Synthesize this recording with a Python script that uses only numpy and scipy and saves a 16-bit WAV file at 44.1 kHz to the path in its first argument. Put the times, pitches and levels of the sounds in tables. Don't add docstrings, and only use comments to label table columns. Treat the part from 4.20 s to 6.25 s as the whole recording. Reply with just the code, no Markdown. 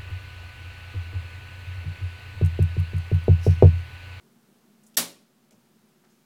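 import sys
import numpy as np
from scipy import signal
from scipy.fft import rfft, irfft, next_fast_len
from scipy.io import wavfile
from scipy.ndimage import uniform_filter1d, map_coordinates

SR = 44100
rng = np.random.default_rng(int(sys.argv[2]) if len(sys.argv) > 2 else 0)


def voltage_ratio(level):
    return 10 ** (np.asarray(level, float) / 20)


def to_wav(s):
    ch = np.atleast_2d(s).T
    pcm = np.round(np.clip(ch, -1, 1) * 32767)
    wavfile.write(sys.argv[1], SR, pcm.astype(np.int16))


N = 90493
SNAP_S = .7707


def unit(x):
    return x / np.sqrt(np.mean(x ** 2) + 1e-20)


def along(points, hz):
    f, v = np.transpose(points)
    return np.interp(np.log(hz + 1), np.log(f + 1), v)


def filtered(x, response):
    m = next_fast_len(len(x) + 8192)
    return irfft(rfft(x, m) * response(np.fft.rfftfreq(m, 1 / SR)), m)[:len(x)]


def peak(f, hz, width_hz):
    return 1j * f * width_hz / (hz * hz - f * f + 1j * f * width_hz)


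def noise(spectrum):
    return unit(filtered(rng.standard_normal(N), lambda hz: voltage_ratio(along(spectrum, hz))))


def since(s):
    return np.maximum(np.arange(N) / SR - s, 0)


def dying(t, t60, attack):
    return voltage_ratio(-60 * t / t60) * (1 - np.exp(-t / attack))


# pitch_hz, level_db
HUM = [(70, -38.5), (150, -7.5), (175, -12), (220, 2), (285, -17), (370, -9.5), (480, -19.5), (1500, -37)]
# pitch_hz, level_db
AIR = [(300, -14), (600, 27.5), (1500, 23.5), (2200, 7), (4000, -75)]
# pitch_hz, level_db
HISS = [(40, -3.5), (300, -4), (1500, 5), (5000, 1), (10000, -3), (16000, -4)]


def background():
    hum_db, air_db, hiss_db = -60.5, -73.5, -70
    fade_db_per_s = -1.5
    house = voltage_ratio(hum_db) * noise(HUM) + voltage_ratio(air_db) * noise(AIR)
    return voltage_ratio(fade_db_per_s * since(0)) * house + voltage_ratio(hiss_db) * noise(HISS)


def ducked(x):
    duck_db, recover_s = -2, .5
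    t = since(SNAP_S)
    return x * voltage_ratio(duck_db * (t > 0) * np.exp(-(t / recover_s) ** 4))


# pitch_hz, t60_s
ROOM = [(120, .4), (500, 0.28), (1500, .22), (4000, 0.23), (8000, 0.18), (15000, 0.16)]
# pitch_hz, level_db
ROOM_COLOUR = [(100, -57), (200, -16.5), (400, -14), (1600, -18), (3340, -15), (6000, -13.5),
               (10000, -11.5), (16000, -20)]


def room():
    level_db, fill_s = -17.5, 0.00395
    late_db, late_longer = -17, 2.2
    low_fill_cycles = 5
    hz, t, z = signal.stft(noise(ROOM_COLOUR), SR, nperseg=256)
    t60 = along(ROOM, hz)[:, None]
    near = voltage_ratio(-60 * t / t60)
    far = voltage_ratio(late_db - 60 * t / t60 / late_longer)
    build = 1 - np.exp(-(t + .002) * (hz[:, None] + 50) / low_fill_cycles)
    tail = signal.istft(z * (near + far) * build, SR, nperseg=256)[1][:N]
    tail = filtered(tail, lambda f: f ** 4 / (f ** 4 + 110 ** 4))
    tail = np.pad(tail, (round(SNAP_S * SR), 0))[:N]
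    return voltage_ratio(level_db) * tail * (1 - np.exp(-since(SNAP_S) / fill_s))


# start_s, level_db, pitch_hz, t60_s
TICKS = [(0.635, -62, 7600, 0.11), (.6648, -56, 8100, 0.078), (0.673, -65, 9200, 0.18),
         (0.742, -58.5, 3420, 0.067), (0.7433, -62.5, 6450, 0.067), (1.3087, -49, 5400, 0.0096),
         (1.3098, -57.5, 8700, 0.026), (1.3092, -68, 2490, .15), (1.3095, -68.5, 11000, 0.018),
         (1.315, -66.5, 523, 0.48), (1.32, -71, 119, 1.7), (1.32, -64.5, 5930, 0.13),
         (1.32, -65.5, 238, 0.58), (1.9, -71.5, 6040, .5), (1.319, -66.5, 860, 0.23),
         (1.838, -67.5, 1518, 0.3), (1.838, -65.5, 800, 0.19), (1.846, -67, 4750, 0.055)]


def ticks():
    out = np.zeros(N)
    for s, db, pitch_hz, t60 in TICKS:
        width_hz = 0.64 * pitch_hz
        burst = filtered(rng.standard_normal(N), lambda f: peak(f, pitch_hz, width_hz) ** 2)
        out += voltage_ratio(db) * dying(since(s), t60, .0002) * unit(burst)
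    return out


# pitch_hz, level_db, t60_s
STEEL = [(600, -12, .3), (1140, -9, .3), (1465, -14, .3), (1860, -13, .36), (2330, -14, .3),
         (3278, -9, .25), (4045, -7, .15), (4550, -8, .16), (5163, -9, .2), (5470, -8, .18),
         (5700, -8, .25), (7610, -6, .15), (9555, -12, .18), (12680, -9, .07)]


def steel_cover():
    level_db, attack_s, flutter_hz = -33, .002, 50
    t = since(SNAP_S)
    out = np.zeros(N)
    for hz, db, t60 in STEEL:
        flutter = map_coordinates(rng.normal(1.0, 1, 200), [t * flutter_hz], mode="nearest")
        tone = np.sin(2 * np.pi * (hz * t + rng.random()))
        out += voltage_ratio(level_db + db) * dying(t, t60, attack_s) * flutter * tone
    return out


# pitch_hz, level_db, t60_s, swell_s
BOX = [(120, -50, .5, .006), (172, -34, .33, .02), (236, -19, .15, .022), (268, -39, .4, .03),
       (330, -40, .2, .008), (560, -44, .4, .015), (1850, -26, .04, .003), (1125, -28, .06, .008),
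       (45, -50, .05, .003), (80, -62, .5, .004)]


def box_boom():
    t = since(SNAP_S)
    out = np.zeros(N)
    for hz, db, t60, swell in BOX:
        envelope = dying(t, t60, swell) * (1 - np.exp(-t / swell))
        out += voltage_ratio(db) * envelope * np.sin(2 * np.pi * (hz * t + rng.random()))
    return out


# pitch_hz, width_hz, level_db
CASE = [(1800, 350, -10), (3400, 900, -10), (4800, 1200, 1), (5900, 1000, 0), (7700, 1000, -1),
        (9700, 1100, -11), (12400, 1100, 1), (15300, 1600, -8)]


def case_click(push, tilt_db):
    own_db = rng.normal(0, 5.5, len(CASE))

    def response(f):
        total = 0
        for k, (hz, width_hz, db) in enumerate(CASE):
            gain = voltage_ratio(db + own_db[k] + tilt_db * np.log2(hz / 6000))
            total = total + (-1) ** k * gain * peak(f, hz, width_hz) ** 2
        return total

    return filtered(push, response)


# start_s, level_db, brightness_db_per_octave
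CONTACTS = [
    (.7681, -26, 0),
    (.7692, -26, 0),
    (.7707, -6, -1),
    (.7712, -11, 0),
    (.7736, -12, -3),
    (.7745, -8, -1),
    (.7751, -7, 1),
    (.7779, -8, 2),
    (.7789, -11, -2),
    (.7862, -14, 0),
]


def mechanism():
    rattle_db, rattle_s = -14, .0002
    t = np.arange(2048) / SR
    out = np.zeros(N)
    for s, db, tilt_db in CONTACTS:
        push = voltage_ratio(rattle_db) * rng.standard_normal(len(t)) * np.exp(-t / rattle_s)
        push[8] += 1
        click = case_click(push, tilt_db)
        out[round(s * SR):][:len(t)] += voltage_ratio(db) * click / np.abs(click).max()
    return out


def scene():
    snap = mechanism()
    panel = steel_cover() + box_boom()
    return (snap + panel + room() + ticks() + ducked(background()))[None]


def band_limit(x):
    return signal.sosfilt(signal.butter(12, 16830, fs=SR, output="sos"), x)


def record(dry):
    top_hz, offset = 15950, -.0001
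    dull_hz, dull_db = 4500, -8
    t = np.arange(N) / SR

    def inside(start_s, end_s):
        return uniform_filter1d(1. * ((t > start_s) & (t < end_s)), size=40)

    x = filtered(dry[0], lambda hz: 1 / (1 + (hz / top_hz) ** 200))
    treble = filtered(x, lambda hz: hz > dull_hz)
    x = x - (1 - voltage_ratio(dull_db)) * inside(1.296, 1.306) * treble
    mix = (x + offset) * (1 - inside(.7598, .768))
    return band_limit(mix[None])


dry = scene()
out = record(dry)
to_wav(out)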